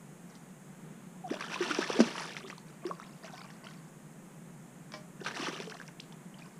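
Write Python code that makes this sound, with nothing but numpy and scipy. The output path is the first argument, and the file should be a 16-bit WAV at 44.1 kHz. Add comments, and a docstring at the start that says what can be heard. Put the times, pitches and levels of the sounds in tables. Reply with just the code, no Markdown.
"""A hooked fish in the shallows

A fish thrashes in two bouts in a calm lake, a few metres from the angler. Each tail stroke traps air
pockets that ring as gliding bubbles, and the hardest slaps throw spray that patters back on the water.
The reel gives one double clack between the bouts. The stony bank returns weak echoes; behind it all
lie a low outdoor murmur and faint microphone hiss."""
import sys
import numpy as np
from scipy import signal
from scipy.fft import rfft, irfft, next_fast_len
from scipy.io import wavfile
from scipy.ndimage import uniform_filter1d

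SR = 44100
rng = np.random.default_rng(int(sys.argv[2]) if len(sys.argv) > 2 else 0)


def transcribe(signal):
    """Save signal, clipped to [-1, 1], as a 16-bit WAV file at the path in sys.argv[1]."""
    frames = np.atleast_2d(signal).T
    limited = np.clip(frames, -1, 1)
    pcm = np.round(limited * 32767).astype(np.int16)
    wavfile.write(sys.argv[1], SR, pcm)


N = 290619

# Fin and drops strike the surface. Each row: start in seconds, level in dB, pitch in Hz.
SURFACE_SMACKS = [(0.3533, -43.5, 3640), (1.3037, -35, 1830), (1.341, -33.5, 1650), (1.4078, -27.5, 1550),
                  (1.4418, -29.5, 1530), (1.712, -23.5, 1440), (1.7474, -25, 5100), (2.0027, -21.5, 1490),
                  (2.1805, -27, 2860), (2.3668, -27, 2020), (2.5004, -30.5, 2020), (2.58, -38, 6900),
                  (2.8662, -36, 4800), (3.5034, -39, 1720), (5.2478, -31.5, 4050), (5.2625, -24.5, 1500),
                  (5.3108, -30, 1620), (5.371, -26, 2610), (5.4837, -27, 1990), (5.6012, -29.5, 2400),
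                  (5.7694, -40, 1810), (5.8145, -33, 1570), (5.879, -36, 5600), (6.124, -40, 3220)]
# The tail lands flat. Each row: start in seconds, level in dB, cavity pitch in Hz.
TAIL_SLAPS = [(1.7874, -25, 370), (1.900, -29, 457), (1.991, -21, 278), (2.003, -13.5, 234)]


def gain_of(db):
    """Amplitude grows tenfold with every 20 dB."""
    return 10 ** (np.asarray(db) / 20)


def unit_rms(x):
    """Normalisation brings the mean power to one."""
    return x / np.sqrt(np.mean(x ** 2) + 1e-20)


def add(mix, start, sound):
    """Superposition: a sound adds to the mix from its start in seconds."""
    part = mix[max(round(start * SR), 0):][:len(sound)]
    part += sound[:len(part)]


def coloured(x, spectrum):
    """A minimum-phase filter shapes the spectrum causally; its phase follows from its log gain."""
    size = next_fast_len(N + SR // 2)
    hz, db = np.transpose(spectrum)
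    bin_hz = abs(np.fft.fftfreq(size, 1 / SR))
    log_gain = np.log(gain_of(np.interp(np.log(bin_hz + 1), np.log(hz + 1), db)))
    response = np.exp(np.conj(signal.hilbert(log_gain)))[:size // 2 + 1]
    return irfft(rfft(x, size) * response, size)[:N]


def wander(per_s):
    """Interpolation between random values gives a slow fluctuation of rms one."""
    knots = rng.standard_normal(N // 32)
    return unit_rms(np.interp(np.arange(N) / SR * per_s, np.arange(len(knots)), knots))


def bubble(birth_hz, glide_to_hz, swell_s, fade_s):
    """An air pocket is a damped oscillator whose pitch glides as its size and depth change."""
    t = np.arange(0, swell_s + 4 * fade_s, 1 / SR)
    age = np.minimum(t / (swell_s + fade_s), 1.3)
    hz = np.minimum(birth_hz * (glide_to_hz / birth_hz) ** age, SR / 2)
    rise = np.sin(np.pi / 2 * np.minimum(t / swell_s, 1))
    decay = np.exp(-(np.maximum(t - swell_s, 0) / fade_s) ** 1.05)
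    return rise * decay * np.sin(2 * np.pi * np.cumsum(hz) / SR)


def swarm(low_hz, high_hz, per_s, cycles, spread_db, db_per_octave, sizes):
    """Bubbles born at random, most rising in pitch, add incoherently; the sum has rms one."""
    out = np.zeros(N)
    for hz in np.geomspace(low_hz, high_hz, sizes):
        fade_s = cycles / hz * np.exp(0.44 * rng.standard_normal())
        glide = 2 ** rng.normal(0.099, 0.193)
        ring = bubble(hz, hz * glide, fade_s * rng.uniform(0.076, 0.48), fade_s)
        born = rng.random(N) < per_s / sizes / SR
        strength = gain_of(spread_db * np.minimum(rng.exponential(1, N), 3.5))
        rings = unit_rms(signal.oaconvolve(born * strength, ring)[:N])
        out += gain_of(db_per_octave * np.log2(hz / low_hz)) * rings
    return unit_rms(out)


def background():
    """Filtered noise: a low, slightly restless outdoor murmur and steady microphone hiss."""
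    # Two noise spectra. Each row: frequency in Hz, relative spectral density in dB.
    murmur_spectrum = [(71, -46), (120, -24.5), (144, -3.5), (173, -1), (294, -16), (337, -15),
                       (429, -18.5), (590, -21.5), (627, -23), (708, -22), (1440, -27.5), (1780, -28),
                       (4500, -42.5), (5850, -69), (9900, -120)]
    hiss_spectrum = [(20, 8.5), (60, 8), (130, -20), (1000, -4), (4300, -41), (4800, -6.5), (5800, -4.5),
                     (6500, 3), (8000, 2.5), (10000, -1), (12000, -7), (15000, -10)]
    murmur = unit_rms(coloured(rng.standard_normal(N), murmur_spectrum)) * gain_of(-51 + .5 * wander(9))
    hiss = unit_rms(coloured(rng.standard_normal(N), hiss_spectrum)) * gain_of(-64.5)
    return murmur + hiss


def ripples():
    """Air entrainment: as the fish rolls, a ripple breaks into a gurgle and sparse tiny bubbles."""
    # Breaking ripples. Each row: start in seconds, level in dB.
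    swirls = [(.29, -65), (2.66, -65), (2.819, -56.5), (2.989, -58), (3.226, -54.5), (3.32, -65),
              (3.37, -58), (3.628, -57.5), (6.37, -60)]
    rise_s, fade_s = 0.011, 0.098
    gain, t = np.zeros(N), np.arange(SR) / SR
    envelope = np.minimum(t / rise_s, 1) * np.exp(-np.maximum(t - rise_s, 0) / fade_s)
    for start, db in swirls:
        add(gain, start, gain_of(db) * envelope)
    gurgle = swarm(601, 1516, per_s=260, cycles=11.7, spread_db=2.5, db_per_octave=4.5, sizes=9)
    fizz = swarm(1600, 6000, per_s=320, cycles=6, spread_db=1.8, db_per_octave=-3.5, sizes=30)
    return gain * (gain_of(2) * gurgle + gain_of(1) * fizz)


def smacks():
    """An impact on the surface excites a heavily damped oscillation, a snap of a few cycles."""
    out = np.zeros(N)
    for start, db, hz in SURFACE_SMACKS:
        add(out, start, gain_of(db) * bubble(hz, hz * 1.03, 0.21 / hz, 2.2 / hz))
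    return out


def spatter_envelope():
    """Each smack throws up extra drops, whose level decays exponentially."""
    gain, t = np.zeros(N), np.arange(SR // 10) / SR
    for start, db, _ in SURFACE_SMACKS:
        add(gain, start, gain_of(db - 12) * np.exp(-t / 0.008))
    return gain


def churn():
    """Resonance rises as size falls: large pockets slosh, middling ones babble, fine spray crackles."""
    # The fish's effort, one curve a bout. Each row: time in seconds, effort in dB.
    bouts = [
        [(1.27, -56), (1.42, -51.5), (1.56, -46), (1.64, -42), (1.86, -42), (2.04, -42.5), (2.15, -48.5),
         (2.44, -53), (2.62, -71)],
        [(5.2, -49.5), (5.245, -54), (5.27, -41.5), (5.34, -56), (5.375, -42.5), (5.49, -42.5), (5.63, -52),
         (5.8, -58), (5.9, -72)],
    ]
    full_effort, t = gain_of(-35.5), np.arange(N) / SR
    effort = sum(gain_of(np.interp(t, *np.transpose(bout), left=-200, right=-200)) for bout in bouts)
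    effort = uniform_filter1d(effort, size=300)
    stir = np.hypot(effort * gain_of(2.5 * wander(70)), spatter_envelope())
    heave = gain_of(-46) * (effort / full_effort) ** .7
    density = np.clip((stir / full_effort) ** 1.3, 0.055, 1)  # gentler thrashing makes fewer bubbles
    slosh = swarm(261.5, 739, per_s=450, cycles=2.12, spread_db=3, db_per_octave=0.5, sizes=12)
    babble = swarm(801.5, 2522, 2000 * density, cycles=5.8, spread_db=2.5, db_per_octave=1.2, sizes=26)
    spray = swarm(2595, 7100, 4400 * density, cycles=4.16, spread_db=2.5, db_per_octave=-6.5, sizes=28)
    mist = swarm(6600, 13100, 3000 * density, cycles=1.1, spread_db=0.5, db_per_octave=-7, sizes=10)
    drops = gain_of(-1) * babble + gain_of(-3) * spray + gain_of(-12) * mist
    return slosh * heave + stir * drops / unit_rms(np.sqrt(density))


def gulps():
    """The resonance of a hollow in the water rises as it shrinks and sinks as it widens."""
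    # Each row: start in seconds, level in dB, first pitch in Hz, glide in octaves, its time in seconds.
    hollows = [(1.237, -36, 794, -0.19, 0.033), (1.304, -28, 187.6, 1.5, 0.0188),
               (1.942, -34.5, 335, 0.77, 0.051), (2.874, -39, 307, 0.61, 0.026),
               (2.898, -39.5, 505, 0.56, 0.013), (3.022, -48.5, 1480, .7, 0.015),
               (5.421, -36.5, 290, 0.42, 0.014), (5.719, -39, 1290, 0.59, .009),
               (5.9978, -36, 1930, 1.6, 0.0063)]
    out, swell_share = np.zeros(N), 0.55
    for start, db, hz, octaves, glide_s in hollows:
        note = bubble(hz, hz * 2 ** octaves, swell_share * glide_s, (1 - swell_share) * glide_s)
        add(out, start, gain_of(db) * note)
    return out


def plops():
    """Single air pockets ring at their Minnaert resonance; small ones rise in pitch, large ones sink."""
    # Each row: start in seconds, level in dB, first pitch in Hz, decay time in cycles.
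    pockets = [(1.340, -30, 630, 2.7), (1.41, -31.5, 1115, 4.4), (1.444, -39, 1325, 12),
               (1.425, -28.5, 2250, 2.7), (1.543, -25.5, 2410, 5.4), (1.559, -30, 1025, 5.7),
               (1.605, -26.5, 374, 5.5), (1.702, -33.5, 322, 7), (1.709, -29, 1360, 7),
               (1.828, -26, 1640, 5.5), (2.016, -43, 244, 6.4), (2.437, -46, 397, 15),
               (2.527, -37.5, 1170, 5.3), (2.850, -31.5, 365.6, 6.3), (2.911, -26.5, 1090, 4.8),
               (2.999, -34, 1240, 2.4), (3.244, -42, 660, 6), (3.334, -42, 740, 8.1),
               (3.442, -48, 1140, 8.8), (3.67, -36.5, 2920, 5.1), (5.213, -35.5, 406, 2.4),
               (5.262, -32.5, 1180, 6.8), (5.272, -33, 1470, 6.3), (5.284, -26.5, 1500, 2.4),
               (5.396, -31.5, 292, 1.5), (5.408, -36.5, 1064, 7), (5.469, -32, 1240, 5.6),
               (5.483, -32, 337, 2), (5.530, -40, 403, 3), (5.6, -34.5, 430, 2.5), (5.672, -38.5, 454, 5.6),
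               (5.8, -36, 1590, 4.8), (6.342, -46.5, 2880, 9.4), (6.421, -44.5, 2330, 10)]
    out, steady_hz = np.zeros(N), 860
    for start, db, hz, cycles in pockets:
        fade_s = cycles / hz
        glide = (hz / steady_hz) ** 0.071
        add(out, start, gain_of(db) * bubble(hz, hz * glide, 0.25 * fade_s, fade_s))
    return out


def slaps():
    """The tail punches a cavity whose damped modes thump under a broadband crack of spray."""
    # The cavity's modes. Each row: frequency as a multiple of its pitch, relative level in dB.
    cavity_modes = [(1, 7), (1.55, -1.5), (2.1, -5.5)]
    out, t = np.zeros(N), np.arange(SR // 20) / SR
    band = signal.butter(2, [500, 6600], "band", fs=SR, output="sos")
    crack_peak_s = 0.0044
    crack_envelope = t / crack_peak_s * np.exp(1 - t / crack_peak_s)
    for start, db, hz in TAIL_SLAPS:
        for multiple, mode_db in cavity_modes:
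            thump = bubble(hz * multiple, hz * multiple, swell_s=0.0016, fade_s=0.0028)
            add(out, start, gain_of(db + mode_db) * thump)
        crack = unit_rms(signal.sosfilt(band, rng.standard_normal(len(t))))
        add(out, start, gain_of(db - 18.5) * crack * crack_envelope)
    return out


def falling_spray():
    """Drops from each slap land after their time of flight, ticking and trapping small bubbles."""
    flight_s, spread_s = 0.21, 0.071
    t = np.arange(N) / SR
    shower = sum(gain_of(db - 35.5) * np.exp(-((t - start - flight_s) / spread_s) ** 2)
                 for start, db, _ in TAIL_SLAPS)
    ticks = swarm(4000, 9800, per_s=900, cycles=3, spread_db=3.5, db_per_octave=2, sizes=8)
    drips = swarm(860, 5700, per_s=1500, cycles=3.4, spread_db=3.5, db_per_octave=-2.5, sizes=16)
    return shower * (gain_of(-4) * ticks + gain_of(3) * drips)


def reel():
    """The thumb bar snaps down with a short rattle; the impact excites the modes of reel and rod."""
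    # The bar's impacts. Each row: start in seconds, level in dB, relative strength of rattle and ring.
    clacks = [(4.9205, -34, 0.15), (4.938, -35.5, 0.72)]
    # Reel and rod. Each row: frequency in Hz, relative level in dB, time to fall 60 dB in seconds.
    body_modes = [(315, -5, 0.21), (613, 0, 0.43), (795, -7, 0.26), (1040, 2.5, 0.16), (1170, -8, 0.33),
                  (1420, -13, 0.53), (1650, -6, .15), (1910, 2, 0.087), (2290, 1, 0.17), (4500, -17, 0.11),
                  (5300, -13, 0.096)]
    out, t = np.zeros(N), np.arange(SR // 2) / SR
    band = signal.butter(6, [200, 5900], "band", fs=SR, output="sos")
    for start, db, ring in clacks:
        body = sum(gain_of(mode_db - 60 * t / t60) * np.sin(2 * np.pi * (hz * t + rng.random()))
                   for hz, mode_db, t60 in body_modes)
        noise = unit_rms(signal.sosfilt(band, rng.standard_normal(len(t))))
        snap = .5 * noise * np.exp(-t / 0.0011)
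        rattle = 0.36 * noise * np.exp(-t / 0.029)
        add(out, start, gain_of(db) * (snap + ring * (rattle + gain_of(-9) * body)))
    return out


def with_bank_echoes(direct):
    """Scattering from the stony bank adds a weak, decaying train of echoes."""
    echoes_per_s, first_echo_s, t60 = 2500, .005, 0.27
    t = np.arange(SR // 3) / SR
    taps = rng.standard_normal(len(t)) * (rng.random(len(t)) < echoes_per_s / SR) * (t > first_echo_s)
    tail = taps * gain_of(-60 * t / t60)
    return direct + gain_of(-11.5) * signal.oaconvolve(direct, tail / np.linalg.norm(tail))[:N]


def scene():
    """Water and reel superpose, coloured by the microphone's response, over the background."""
    # The microphone's response. Each row: frequency in Hz, gain in dB.
    mic_response = [(60, -82), (110, -27), (150, -17.5), (220, 3.5), (3000, -1), (4000, -1), (5000, 3.5),
                    (6000, 2.5), (6800, -4.5), (8000, -6), (10700, -4), (11500, -18.5), (15000, -12)]
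    water = slaps() + plops() + gulps() + smacks() + churn() + falling_spray() + ripples()
    foreground = coloured(with_bank_echoes(water) + reel(), mic_response)
    return (foreground + background())[None]


def record(dry):
    """A linear-phase low-pass filter removes the highest treble."""
    low_pass = signal.firwin(511, cutoff=15350, window=("kaiser", 9), fs=SR)
    return signal.oaconvolve(dry, low_pass[None], "same")


dry = scene()
out = record(dry)
transcribe(out)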